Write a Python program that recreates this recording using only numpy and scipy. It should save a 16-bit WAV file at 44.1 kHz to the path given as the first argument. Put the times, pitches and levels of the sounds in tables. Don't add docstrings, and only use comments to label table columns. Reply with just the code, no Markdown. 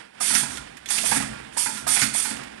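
import sys
import numpy as np
from scipy import signal
from scipy.fft import rfft, irfft
from scipy.io import wavfile
from scipy.ndimage import uniform_filter1d

SR = 44100
rng = np.random.default_rng(int(sys.argv[2]) if len(sys.argv) > 2 else 0)


def generate_wav(signal):
    frames = np.transpose(np.atleast_2d(signal))
    scaled = np.clip(frames, -1, 1) * 32767
    pcm = np.round(scaled).astype(np.int16)
    wavfile.write(sys.argv[1], SR, pcm)


N = 114660

# [f/Hz, level/dB]
HUM_TONES = [(1500, -65), (1658, -60)]
HUM_WANDER, HUM_SWELL_DB = 0.006, 2.5

# [t/s, level/dB]
RUMBLE_LEVEL = [(0, -69), (.3, -83), (.48, -53), (.65, -50.5), (.77, -61), (1, -64), (1.13, -45),
                (1.25, -45), (1.38, -52.5), (1.77, -70), (1.85, -46.5), (1.93, -74), (2.03, -46.5),
                (2.25, -62), (2.42, -51), (2.6, -71)]
# [f/Hz, level/dB]
RUMBLE_SPECTRUM = [(15, -41), (30, -30), (45, -6), (67, 3.5), (85, -21), (130, 1), (400, -46), (4000, -90)]

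# [t/s, level/dB]
DIN_LEVEL = [(0, -36.5), (.05, -45.5), (.12, -51), (.2, -41), (.55, -37), (.66, -41), (0.822, -46),
             (1, -34.5), (1.36, -36.5), (1.501, -41), (1.8, -39), (2.098, -39.5), (2.42, -35),
             (2.52, -41.5), (2.6, -39.5)]
# [f/Hz, level/dB]
DIN_SPECTRUM = [(20, -20), (40, -27), (65, -64), (88, -10), (130, -8), (180, -3), (225, 4.5), (280, 1),
                (360, -0.5), (580, -1.5), (800, 1), (1150, -4.5), (1600, -1), (2300, -1.5), (3000, -4.5),
                (3600, -7), (4100, -12), (5000, -11), (6500, -20), (9000, -12), (12000, -29)]
RATTLES_PER_S, RATTLE_DB, RATTLE_SPREAD_DB = 70, -9.5, 0.5

# [f/Hz, t60/s]
ROOM_DECAY = [(100, 0.57), (300, 0.26), (900, 0.34), (2000, 0.45), (8000, 0.41), (12000, 0.23)]
AIR_WET_DB, KNOCK_WET_DB, CLICK_WET_DB = -3.5, -5, -10

# [t/s, bench thud level/dB, clonk level/dB, clonk centre f/Hz,
#                   housing ring length factor, steel clank level/dB]
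CYLINDER_KNOCKS = [(0.206, -43.5, -26, 716, 0.39, -32.5), (.301, -32.5, -29.5, 910, 0.65, -23),
                   (.333, -35, -29.5, 760, 0.63, -33), (.352, -32.5, -35, 780, 1.2, -19),
                   (0.428, -31.5, -26, 930, 0.7, -29), (.903, -47, -31.5, 784, 0.74, -26.5),
                   (1.037, -41, -23.5, 660, 0.38, -29.5), (1.114, -30, -16, 810, 0.79, -18),
                   (1.142, -41, -30, 860, 0.53, -26.5), (1.162, -24, -28, 760, 0.79, -22),
                   (1.2, -28.5, -28.5, 780, 0.58, -27), (1.567, -44, -23.5, 880, 0.41, -28.5),
                   (1.658, -33.5, -28.5, 920, 1.2, -23.5), (1.866, -34.5, -22, 704, 0.34, -27.5),
                   (1.963, -40, -28.5, 784, 1.56, -18.5), (2.017, -27, -25, 790, 0.45, -16),
                   (2.145, -76, -25.5, 765, 0.38, -41), (2.249, -42.5, -33, 865, 1.4, -26),
                   (2.309, -31, -42, 800, 0.75, -30)]
# [f/Hz, level/dB, t60/s]
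BENCH_MODES = [(128, -16, 0.88), (216.5, -2.5, 0.68), (271.4, 0, 0.63), (403, -16, 0.77)]
# [f/Hz, level/dB]
THUD_SPECTRUM = [(25, -48), (65, -28), (88, -23), (125, 3.5), (175, -5), (220, 7.5), (280, -2.5),
                 (350, -13.5), (600, -7), (1200, -18), (8000, -91)]
THUD_T60, THUD_RISE_S, BENCH_RING_DB, BENCH_NOISE_DB = 0.63, 0.0049, -7, -6.5
# [f/Hz, level/dB, t60/s]
HOUSING_MODES = [(464, -13, 0.16), (656.6, -2.5, 0.11), (726, -3, 0.15), (817, 1, 0.074), (867, 0, 0.11),
                 (919.6, -1.5, 0.13), (990, 2.5, 0.14), (1230, -16, .09), (1330, 11, 0.17)]
# [f/Hz, level/dB]
CLONK_SPECTRUM = [(150, -51), (400, 3), (570, 9.5), (710, 0.5), (950, 12.5), (1100, 3.5), (1350, -8),
                  (1700, -4), (3000, -43), (12000, -50)]
CLONK_T60, CLONK_RISE_S, HOUSING_RING_DB = 0.12, 0.0021, 9
CLONK_WIDTH = 0.087
# [f/Hz, level/dB, t60/s]
STEEL_MODES = [(1135, -0.5, 0.077), (1410, -0.5, 0.3), (1589, 3.5, 0.084), (1880, 4.5, 0.041),
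               (3360, -4, 0.025)]
# [f/Hz, level/dB]
CLANK_SPECTRUM = [(150, -15), (600, -15), (1100, -8), (1450, 8), (1900, 6.5), (2500, 6.5), (3100, -7.5),
                  (5000, 0.5), (12000, -17)]
CLANK_T60, CLANK_RISE_S, CLANK_CHATTER_S, STEEL_RING_DB = 0.073, 0.00038, 0.015, -9.5

# [t/s, upper tone f/Hz, level/dB, t60/s]
SLIDE_HITS = [(0.205, 1237, -23.5, 0.064), (.352, 1863, -24, .14), (.428, 925, -38, 0.24),
              (.574, 1410, -36, 0.25), (1.66, 864, -34, .36), (1.774, 1390, -36, 0.31),
              (1.868, 1256, -28.5, 0.18)]
PAIR_RATIO, PAIR_DB, SLIDE_RISE_S = 0.72, -7.5, 0.0036

# [t/s, level/dB, part resonance f/Hz]
PART_CLICKS = [(.351, -11.5, 5650), (.572, -27, 3480), (.769, -32.5, 1690), (.859, -28, 3450),
               (0.888, -22, 6500), (.981, -14.5, 2690), (1.061, -19, 2240), (1.152, -31, 1400),
               (1.178, -27, 1800), (1.224, -23, 1250), (1.336, -42, 1810), (1.774, -27, 1820),
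               (2.016, -14, 4700), (2.139, -31, 4220), (2.365, -31.5, 2740), (2.435, -32, 2400)]
# [f/Hz, level/dB]
CLICK_SPECTRUM = [(200, -41), (1200, -23), (1900, 4), (3000, 0.5), (4000, -3), (5500, -3.5), (8000, -3),
                  (12000, -7.5)]
CLICK_T60, PART_T60, PART_DB = 0.05, 0.074, -6
PART_WIDTH = 0.2

# [t/s, length/s, fizz level/dB, rush level/dB, level sag/(dB/s)]
AIR_EXHAUSTS = [(0.201, 0.12, -21, -26, 5), (0.329, 0.079, -16.5, -24.5, 55), (0.49, 0.078, -38, -37.5, 20),
                (0.868, 0.072, -53, -38.5, 30), (0.894, 0.16, -20, -24.5, 57), (1.044, 0.13, -20, -29, 15),
                (1.242, 0.07, -49, -61, 77), (1.521, 0.071, -45.5, -50, 11), (1.568, 0.1, -15.5, -26, 92),
                (1.684, 0.11, -34, -36.5, 19), (1.867, 0.091, -19, -25.5, -9), (1.98, 0.063, -22, -24, 7),
                (2.133, 0.072, -21, -28, 13), (2.215, 0.093, -24.5, -30, 76)]
# [f/Hz, level/dB]
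FIZZ_SPECTRUM = [(100, -56), (3000, -13.5), (6000, -13.5), (7300, -5), (8200, -0.5), (9100, 2),
                 (10000, 0.5), (10900, -3.5), (11700, -10.5), (13000, -31)]
# [f/Hz, level/dB]
RUSH_SPECTRUM = [(60, -25), (300, -11), (800, -4), (1500, 1.5), (2400, 2.5), (3000, 0), (3500, 3.5),
                 (4000, 8), (4800, -0.5), (6200, 4), (8000, 2.5), (13000, -12)]
VALVE_OPEN_S, VALVE_SHUT_S, FLUTTER = 0.012, 0.02, 0.048
# [f/Hz, gain/dB]
FRAME_COLOUR = [(3050, -1), (3500, 3), (3980, -9), (4400, 2.5), (6600, 1), (7250, -4), (7800, -0.5)]
TURBULENCE_DB = 1.8
# [delay t/s, level/dB]
AIR_BOUNCES = [(.00085, -23.5), (.0023, -13), (.0047, -15)]

MUFFLE_HZ, LEFT_LATE_S = 310, 0.000522
EDGE_HZ = 11950


def amp(db):
    return 10 ** (np.asarray(db) / 20)


def unit(x):
    return x / np.sqrt(np.mean(x ** 2) + 1e-20)


def read(points, hz):
    f, value = np.transpose(points)
    return np.interp(np.log(hz + 1), np.log(f + 1), value)


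def level_over_time(points):
    return amp(np.interp(np.arange(N) / SR, *np.transpose(points)))


def seconds(length):
    return np.arange(int(length * SR)) / SR


def add(mix, start, sound):
    part = mix[round(start * SR):][:len(sound)]
    part += sound[:len(part)]


def smooth_random(shape, size):
    return unit(uniform_filter1d(rng.standard_normal(shape), size=size))


def noise(spectrum, size):
    gain = amp(read(spectrum, np.fft.rfftfreq(size, 1 / SR)))
    phase = 2 * np.pi * rng.random(len(gain))
    return unit(irfft(gain * np.exp(1j * phase), size))


def fade(t, t60):
    return np.exp(-np.log(1000) * t / t60)


def ring(modes, t):
    out, power = np.zeros(len(t)), 0
    for k, (hz, db, t60) in enumerate(modes):
        sign = (-1) ** k
        out += sign * amp(db) * fade(t, t60) * np.sin(2 * np.pi * hz * t)
        power += amp(db) ** 2 / 2
    return out / np.sqrt(power)


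def room(x):
    hz, t, bands = signal.stft(rng.standard_normal(SR), SR, nperseg=256)
    t60 = read(ROOM_DECAY, hz)[:, None]
    tail = signal.istft(bands * fade(t, t60), SR, nperseg=256)[1]
    tail *= np.clip(np.arange(len(tail)) / SR / 0.0038, 0, 1) ** 2
    return signal.fftconvolve(x, tail / np.linalg.norm(tail))[:N]


def hum():
    out = np.zeros(N)
    for hz, db in HUM_TONES:
        wander, swell = smooth_drifts = np.array([smooth_random(N, 4000), smooth_random(N, 4000)])
        phase = 2 * np.pi * np.cumsum(hz * (1 + HUM_WANDER * wander)) / SR
        out += amp(db + HUM_SWELL_DB * swell) * np.sqrt(2) * np.sin(phase)
    return out


def rumble():
    return level_over_time(RUMBLE_LEVEL) * noise(RUMBLE_SPECTRUM, N)


def rattle():
    struck = rng.random(N) < RATTLES_PER_S / SR
    taps = amp(RATTLE_SPREAD_DB * rng.standard_normal(N)) * struck
    t = seconds(0.2)
    tap_sound = ring(STEEL_MODES, t) + noise(CLANK_SPECTRUM, len(t)) * fade(t, CLICK_T60)
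    return unit(signal.oaconvolve(taps, tap_sound)[:N])


def workshop():
    uneven = amp(0.8 * smooth_random(N, 500))
    din = noise(DIN_SPECTRUM, N) + amp(RATTLE_DB) * rattle()
    return level_over_time(DIN_LEVEL) * uneven * din


def bench():
    out, t = np.zeros(N), seconds(1)
    rise = np.minimum(t / THUD_RISE_S, 1)
    for start, thud_db, *_ in CYLINDER_KNOCKS:
        thud = amp(BENCH_NOISE_DB) * noise(THUD_SPECTRUM, len(t)) * fade(t, THUD_T60)
        boom = amp(BENCH_RING_DB) * ring(BENCH_MODES, t)
        add(out, start, amp(thud_db) * (thud + boom) * rise)
    return out


def slides():
    out, t = np.zeros(N), seconds(0.5)
    rise = np.minimum(t / SLIDE_RISE_S, 1)
    for start, hz, db, t60 in SLIDE_HITS:
        pair = ring([(hz, 0, t60), (hz * PAIR_RATIO, PAIR_DB, t60)], t)
        add(out, start, amp(db) * pair * rise)
    return out


def clicks():
    out, t = np.zeros(N), seconds(0.1)
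    stretch = 1 + 2 * PART_WIDTH
    for start, db, hz in PART_CLICKS:
        contact = noise(CLICK_SPECTRUM, len(t)) * fade(t, CLICK_T60)
        part = noise([(hz / stretch, -30), (hz, 0), (hz * stretch, -30)], len(t)) * fade(t, PART_T60)
        add(out, start, amp(db) * (contact + amp(PART_DB) * part))
    return out


def clonk(centre_hz, stretch, t):
    modes = []
    for hz, db, t60 in HOUSING_MODES:
        off_centre_db = 6 * abs(np.log(hz / centre_hz)) / CLONK_WIDTH
        modes.append((hz, db - off_centre_db, t60 * stretch))
    blow = noise(CLONK_SPECTRUM, len(t)) * fade(t, CLONK_T60)
    blow += amp(HOUSING_RING_DB) * ring(modes, t)
    return blow * np.minimum(t / CLONK_RISE_S, 1) / np.sqrt(2)


def clank(t):
    chatter = noise(CLANK_SPECTRUM, len(t)) * fade(np.maximum(t - CLANK_CHATTER_S, 0), CLANK_T60)
    return (chatter + amp(STEEL_RING_DB) * ring(STEEL_MODES, t)) * np.minimum(t / CLANK_RISE_S, 1)


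def knocks():
    out, t = np.zeros(N), seconds(0.5)
    for start, _, clonk_db, hz, stretch, clank_db in CYLINDER_KNOCKS:
        knock = amp(clonk_db) * clonk(hz, stretch, t) + amp(clank_db) * clank(t)
        add(out, start, knock / np.sqrt(2))
    return out


def reflected(x):
    out = x.copy()
    for delay, db in AIR_BOUNCES:
        add(out, delay, amp(db) * x)
    return out


def turbulent(x):
    hz, _, bands = signal.stft(x, SR, nperseg=256)
    patches = uniform_filter1d(rng.standard_normal(bands.shape), size=2, axis=0)
    patches = unit(uniform_filter1d(patches, size=16, axis=1))
    gain_db = read(FRAME_COLOUR, hz)[:, None] + TURBULENCE_DB * patches
    return signal.istft(bands * amp(gain_db), SR, nperseg=256)[1][:N]


def exhausts():
    out, t = np.zeros(N), seconds(0.5)
    opening = np.minimum(t / VALVE_OPEN_S, 1)
    for start, length, fizz_db, rush_db, sag in AIR_EXHAUSTS:
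        closing = np.exp(-np.maximum(t - length, 0) / VALVE_SHUT_S)
        flow = opening * amp(-sag * t) * closing
        flutter = 1 + FLUTTER * smooth_random(len(t), 300)
        fizz = amp(fizz_db) * noise(FIZZ_SPECTRUM, len(t))
        rush = amp(rush_db) * noise(RUSH_SPECTRUM, len(t))
        add(out, start, flow * flutter * (fizz + rush))
    return out


def muffled_late(x):
    hz = np.fft.rfftfreq(2 * N, 1 / SR)
    delay = np.exp(-2j * np.pi * hz * LEFT_LATE_S)
    muffle = 1 / (1 + 1j * hz / MUFFLE_HZ)
    return irfft(rfft(x, 2 * N) * delay * muffle)[:N]


def scene():
    air, blows, ticks = reflected(turbulent(exhausts())), knocks(), clicks()
    echo = room(amp(KNOCK_WET_DB) * blows + amp(CLICK_WET_DB) * ticks)
    background = hum() + rumble() + workshop()
    shared = background + bench() + slides() + ticks + blows + air + echo
    left = shared + amp(AIR_WET_DB) * room(air)
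    right = shared + amp(AIR_WET_DB) * room(air)
    return np.array([muffled_late(left), right])


def record(dry):
    rounded = dry / (1 + (dry / 0.75) ** 6) ** (1 / 6)
    low_pass = signal.firwin(401, EDGE_HZ, window=("kaiser", 9), fs=SR)
    return signal.oaconvolve(rounded, low_pass[None], "same")


dry = scene()
out = record(dry)
generate_wav(out)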